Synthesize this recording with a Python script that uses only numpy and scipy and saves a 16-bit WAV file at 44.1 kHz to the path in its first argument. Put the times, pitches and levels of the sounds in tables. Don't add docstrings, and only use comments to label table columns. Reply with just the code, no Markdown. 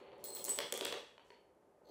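import sys
import numpy as np
from scipy import signal
from scipy.fft import rfft, irfft
from scipy.io import wavfile
from scipy.ndimage import uniform_filter1d

SR = 44100
rng = np.random.default_rng(int(sys.argv[2]) if len(sys.argv) > 2 else 0)


def boost(x):
    u = np.asarray(x, float) / 20
    return 10 ** u


def file_out(sig):
    cols = np.atleast_2d(sig).T
    lim = np.clip(cols, -1, 1)
    pcm = np.round(lim * 32767).astype(np.int16)
    wavfile.write(sys.argv[1], SR, pcm)


N = 83790


def read(points, hz):
    f, value = np.transpose(points)
    return np.interp(np.log(hz + 1), np.log(f + 1), value)


def evened(x):
    return x / np.sqrt(np.mean(x ** 2) + 1e-20)


def add(mix, start_s, sound):
    part = mix[max(round(start_s * SR), 0):][:len(sound)]
    part += sound[:len(part)]


def colour(x, points):
    hz = np.fft.rfftfreq(len(x), 1 / SR)
    return irfft(rfft(x) * boost(read(points, hz)), len(x))


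def below(x, top_hz):
    hz = np.fft.rfftfreq(len(x), 1 / SR)
    return irfft(rfft(x) * np.clip((top_hz - hz) / 300, 0, 1), len(x))


def ring(modes, rise_s, detune=0.024, scatter_db=4):
    t = np.arange(SR // 4)[:, None] / SR
    hz, db, t60 = np.transpose(modes)
    level, pitch, sign = rng.standard_normal((3, len(hz)))
    decay = boost(db + scatter_db * level - 60 * t / t60)
    tones = decay * np.sin(2 * np.pi * hz * (1 + detune * pitch) * t) * np.sign(sign)
    x = tones.sum(1) * (1 - np.exp(-t[:, 0] / rise_s))
    return x / abs(x).max()


def bumps(per_s, modes, detune):
    spread_db = 4
    size = boost(spread_db * np.minimum(rng.exponential(1, N), 4))
    size = size * (rng.random(N) < per_s / SR) * rng.choice([-1, 1], N)
    spot = rng.integers(0, 4, N)
    out = np.zeros(N)
    for k in range(4):
        out += signal.oaconvolve(size * (spot == k), ring(modes, 0.000067, detune))[:N]
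    return evened(out)


def click(points, t60, rough):
    size, spread_s = 2048, .0016
    t = np.arange(size) / SR
    log_gain = np.log(boost(read(points, abs(np.fft.fftfreq(size, 1 / SR)))))
    gain = np.exp(log_gain - 1j * signal.hilbert(log_gain).imag)[:1025]
    late_s = spread_s * np.interp(np.arange(1025), np.linspace(0, 1024, 16), rng.random(16) ** 2)
    shape = irfft(gain * np.exp(-2j * np.pi * np.cumsum(late_s) * SR / size))[:1024]
    chatter = rough * rng.standard_normal(size) * boost(-60 * t / t60)
    x = np.convolve((t == 0) + chatter, shape)[:1024]
    return x / abs(x).max()


def pushes(rows):
    t = np.arange(N) / SR
    return sum(boost(db) * np.sin(np.pi * np.clip((t - s) / length, 0, 1) ** 0.47) for s, length, db in rows)


def sliding(rows, points):
    snaps = rng.standard_normal(N) * (rng.random(N) < 4000 / SR)
    return pushes(rows) * evened(below(colour(snaps, points), 16000))


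# pitch_hz, level_db (per Hz)
ROOM_TONE = [(12, -45), (20, 2), (146, -10.5), (574, -4), (678, -8.5), (1610, -22), (3530, -34.5),
             (9670, -36), (16000, -35)]


def room_tone():
    return boost(-71) * evened(below(colour(rng.standard_normal(N), ROOM_TONE), 12950))


# time_s, level_db
ROLL_LOAD = [(0, -55), (.22, -56.5), (.43, -56), (.5, -52), (0.581, -57), (.64, -52.5), (.68, -57.5),
             (.72, -65.5), (.77, -54.5), (.8, -59), (0.869, -54.5), (.915, -52), (.98, -51), (1.035, -62),
             (1.06, -72), (1.572, -73), (1.802, -70.5), (1.9, -65)]
# pitch_hz, level_db, t60_s
BOARD = [(283, -13.5, 0.015), (399.6, 3, 0.1), (426.5, -17, 0.96), (485, 7, 0.054), (508.3, -7.5, 0.14),
         (578, 3.5, 0.12), (759.6, 4, 0.055), (870, 2.5, 0.06), (980, -8, 0.089), (1228, -11, 0.092)]
# pitch_hz, level_db, t60_s
SLAT = [(1250, -11.5, 0.011), (1600, -2.5, 0.0024), (2144, -21, 0.031), (2850, 7.5, 0.0015),
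        (4440, -13, 0.013)]


def rolling():
    load_db = np.interp(np.arange(N) / SR, *np.transpose(ROLL_LOAD))
    rumble = boost(load_db - 2) * bumps(1400, BOARD, 0.022)
    grit_db = -24.5 - 55.5 + 2.9 * (load_db + 59.0)
    grit = boost(grit_db) * below(bumps(9000, SLAT, 0.023), 4750)
    return rumble + grit


# start_s, length_s, level_db
HISSES = [
    (-.06, 0.095, -76),
    (.19, 0.077, -83),
    (1.25, .12, -82.5),
]
# pitch_hz, level_db
HISS = [(3000, -19.5), (5000, 0.5), (7500, -0.5), (9500, -6), (13000, -15.5)]


def faint_hisses():
    return sliding(HISSES, HISS)


KNOCK_T60_S, KNOCK_ROUGH = .005, .07
# start_s, body_db, click_db
LOW_KNOCKS = [
    (.069, -66.5, -75),
    (0.1184, -60, -57.5),
    (.13, -67.5, -58),
    (0.483, -39, -44),
    (1.1796, -50.5, -48.5),
    (1.3039, -47.5, -48.5),
]
# pitch_hz, level_db, t60_s
LOW_SLAT = [(418, -4.5, 0.099), (570, -1.5, 0.039), (890, -10, 0.036), (956, 1.5, 0.034),
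            (1270, -7.5, 0.011), (1850, -13, 0.0066), (2500, -10.5, 0.0057), (3000, 0, 0.017),
            (3516, -15, 0.011), (4470, -3, .015)]
# pitch_hz, level_db
LOW_CLICK = [(300, -16.5), (900, -4.5), (2000, 6), (3400, -1.5), (4500, -5.5), (5000, -14.5), (6000, -13.5),
             (12000, -43)]


def low_knocks():
    out = np.zeros(N)
    for s, body_db, click_db in LOW_KNOCKS:
        add(out, s, boost(body_db) * ring(LOW_SLAT, .0003, detune=0.011, scatter_db=3.5))
        add(out, s, boost(click_db) * click(LOW_CLICK, KNOCK_T60_S, KNOCK_ROUGH))
    return out


# pitch_hz, level_db
TICK = [(880, -65), (1500, -38), (4130, -15), (5330, 2.5), (7910, 10.5), (15600, 5), (16900, -48.5)]


def glass_tick():
    return click(TICK, 0.0035, 0.16)


# pitch_hz, level_db
KNOCK = [(300, -26.5), (700, -1.5), (2170, -0.5), (3480, 3), (6260, -4.5), (7270, -33.5), (9000, -23.5),
         (11700, -44.5)]
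# pitch_hz, t60_s, level_db
KNOCK_MODE = (3360, .014, -5)


def slat_knock():
    t = np.arange(1024) / SR
    hz, t60, mode_db = KNOCK_MODE
    mode = boost(mode_db - 60 * t / t60) * np.sin(2 * np.pi * hz * t)
    return mode + click(KNOCK, KNOCK_T60_S, KNOCK_ROUGH)


# pitch_hz, level_db, t60_s
THUMP = [(221, -9, 0.032), (258, -1.5, 0.027), (295.8, -1, 0.046), (341.3, -5.5, 0.035),
         (396.5, 1.5, 0.064), (440, 1, 0.06), (493, -2.5, 0.079), (511, -1.5, 0.047), (565.8, 5.5, 0.074),
         (680, -6.5, 0.05), (764, -9.5, 0.05), (870, -5, 0.054), (987, -12, 0.059), (1164, -14.5, 0.071)]


def board_thump():
    return ring(THUMP, 0.0067, detune=0.014, scatter_db=3.0)


# start_s, tick_db, slat_db, board_db
HITS = [(0.181, -65, -90, -63), (0.185, -86.5, -86.5, -54), (0.2408, -33, -61, -58),
        (0.286, -36.5, -81, -54.5), (0.304, -38, -89.5, -62), (0.3495, -30, -69.5, -52.5),
        (.362, -49, -58, -65), (.37, -48.5, -53.5, -59), (0.442, -23, -71.5, -56),
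        (0.45, -26, -73.5, -52.5), (.46, -34.5, -71, -70), (0.4929, -23.5, -53, -50),
        (.561, -34.5, -58.5, -59.5), (0.578, -66.5, -53, -45), (0.5878, -28.5, -33.5, -42),
        (0.605, -52, -53, -50), (0.724, -22, -38.5, -39), (0.741, -50, -57.5, -47),
        (0.776, -29.5, -46, -54.5), (0.8101, -38, -38, -40.5), (.85, -24, -67.5, -62),
        (.854, -39.5, -35.5, -44), (0.925, -36, -36, -41), (.971, -63, -54.5, -52.5),
        (1.248, -66, -82, -70), (1.891, -84, -83, -53.5)]


def contacts():
    out = np.zeros(N)
    for s, tick_db, slat_db, board_db in HITS:
        add(out, s, boost(tick_db - 3) * glass_tick())
        add(out, s, boost(slat_db + 8.5) * slat_knock())
        add(out, s, boost(board_db + 4.5) * board_thump())
    return out


# start_s, low_mode_db, middle_modes_db, top_modes_db
STRIKES = [(0.2395, -47.5, -56, -42), (0.258, -43, -47, -67.5), (.282, -51, -51, -61),
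           (.298, -49, -54, -72), (0.319, -48.5, -58.5, -63.5), (.328, -58.5, -45.5, -72.5),
           (0.349, -53, -47.5, -44), (0.362, -47.5, -53, -75), (0.391, -55.5, -60.5, -75),
           (0.41, -58.5, -49.5, -77), (0.459, -49, -52.5, -70), (0.477, -77, -39, -57.5),
           (.4938, -57.5, -28.5, -53.5), (0.541, -73.5, -58.5, -72.5), (.565, -72, -50, -76)]
STEEL_HZ = (4205, 4260, 7907, 8157, 8140, 15105, 15518)
# level_db, t60_s, flutter_db, rise_s
STEEL = [(-4, .1, 3, .002), (-1, .022, 1, .001), (0, .14, 1, .007), (-2, .13, 1, .007), (-17, .55, 3, .007),
         (0, .13, 2, .002), (-12, .7, 2.5, .002)]
STEEL_GROUP = (1, 1, 2, 2, 2, 3, 3)


def spinner():
    stop_s, stop_t60_s, phase_scatter = 0.59, 0.023, .15
    out, t = np.zeros(N), np.arange(SR // 2) / SR
    for hz, (db, t60, flutter_db, rise_s), group in zip(STEEL_HZ, STEEL, STEEL_GROUP):
        mode = np.zeros(N)
        for row, turn in zip(STRIKES, rng.random(len(STRIKES))):
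            level = boost(row[group] + db - 60 * t / t60) * (1 - np.exp(-t / rise_s))
            cycles = hz * (t + row[0]) + phase_scatter * turn
            add(mode, row[0], level * np.sin(2 * np.pi * cycles))
        wobble = uniform_filter1d(rng.standard_normal(N), size=300)
        wobble = evened(uniform_filter1d(wobble, size=300))
        out += mode * boost(flutter_db * wobble)
    since_stop = np.maximum(np.arange(N) / SR - stop_s, 0)
    return out * boost(-60 * since_stop / stop_t60_s)


# start_s, length_s, level_db
SCUFFS = [
    (.24, 0.05, -57),
    (0.347, 0.097, -57),
    (.45, 0.026, -53),
    (0.484, 0.09, -53.5),
]
# pitch_hz, level_db
SCUFF = [(1500, -8.5), (3000, -5), (4300, 1), (5500, -1), (8000, -0.5), (12000, 2), (16000, -10.5)]


def scuffs():
    return sliding(SCUFFS, SCUFF)


# start_s, length_s, level_db
RATTLES = [
    (1.843, 2.1, -70),
]
# pitch_hz, level_db, t60_s
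RATTLE = [(2100, -9, .005), (3100, -6, .005), (4300, 0, .012), (6150, -9, .01), (7900, -11, .005),
          (11700, -10, .015), (14100, -18, .01), (15500, -17, .012)]


def far_rattle():
    return pushes(RATTLES) * bumps(1200, RATTLE, .004)


# delay_s, level_db
ECHOES = [
    (.0028, -11.5),
    (0.0154, -7.5),
    (0.018, -16.5),
    (0.0235, -20.5),
]
# pitch_hz, level_db
ECHO_COLOUR = [(300, -2), (2000, 6.5), (3300, -6), (6000, -1), (9000, 0.5), (16000, -7)]
# pitch_hz, t60_s
ROOM_DECAY = [(200, .5), (500, 0.3448), (1500, 0.62), (3500, 0.4542), (8000, 0.47), (15000, 0.345)]
# pitch_hz, level_db
ROOM_COLOUR = [(300, -4), (700, -2.5), (1500, -3.5), (3000, -1), (3370, 0), (3750, -1), (6000, -3),
               (15000, -10)]


def room(x):
    tail_start_s, tail_rise_s, wet_db = 0.0025, 0.028, 1
    out, t = np.zeros(N), np.arange(N) / SR
    for s, db in ECHOES:
        add(out, s, boost(db) * colour(x, ECHO_COLOUR))
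    for k in range(3):
        hz, frames, z = signal.stft(rng.standard_normal(SR), SR, nperseg=256)
        decay = boost(-60 * frames / read(ROOM_DECAY, hz)[:, None])
        tail = signal.istft(z * decay, SR, nperseg=256)[1][:SR]
        tail *= np.clip((t[:SR] - tail_start_s) / tail_rise_s, 0, 1)
        tail = colour(tail / np.linalg.norm(tail), ROOM_COLOUR)
        share = np.sqrt(2 / 3) * np.cos(np.pi * (3.7 * t + k / 3))
        out += boost(wet_db) * signal.fftconvolve(x * share, tail)[:N]
    return below(out, 16000)


def scene():
    hits = contacts() + low_knocks() + scuffs() + faint_hisses() + far_rattle()
    steel = spinner()
    roll = rolling()
    tone = room_tone()
    wet = room(hits + boost(-9) * steel)
    return (hits + steel + roll + wet + tone)[None]


# pitch_hz, level_db
MIC = [(25, -33.5), (50, -7), (120, -1.5), (220, 1), (16700, 0.5), (17100, -42)]


def microphone(x):
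    return colour(x, MIC)


def low_pass(x):
    return signal.sosfilt(signal.butter(12, 17060, fs=SR, output="sos"), x)


def record(dry):
    mix = microphone(dry[0])[None]
    return low_pass(mix)


dry = scene()
out = record(dry)
file_out(out)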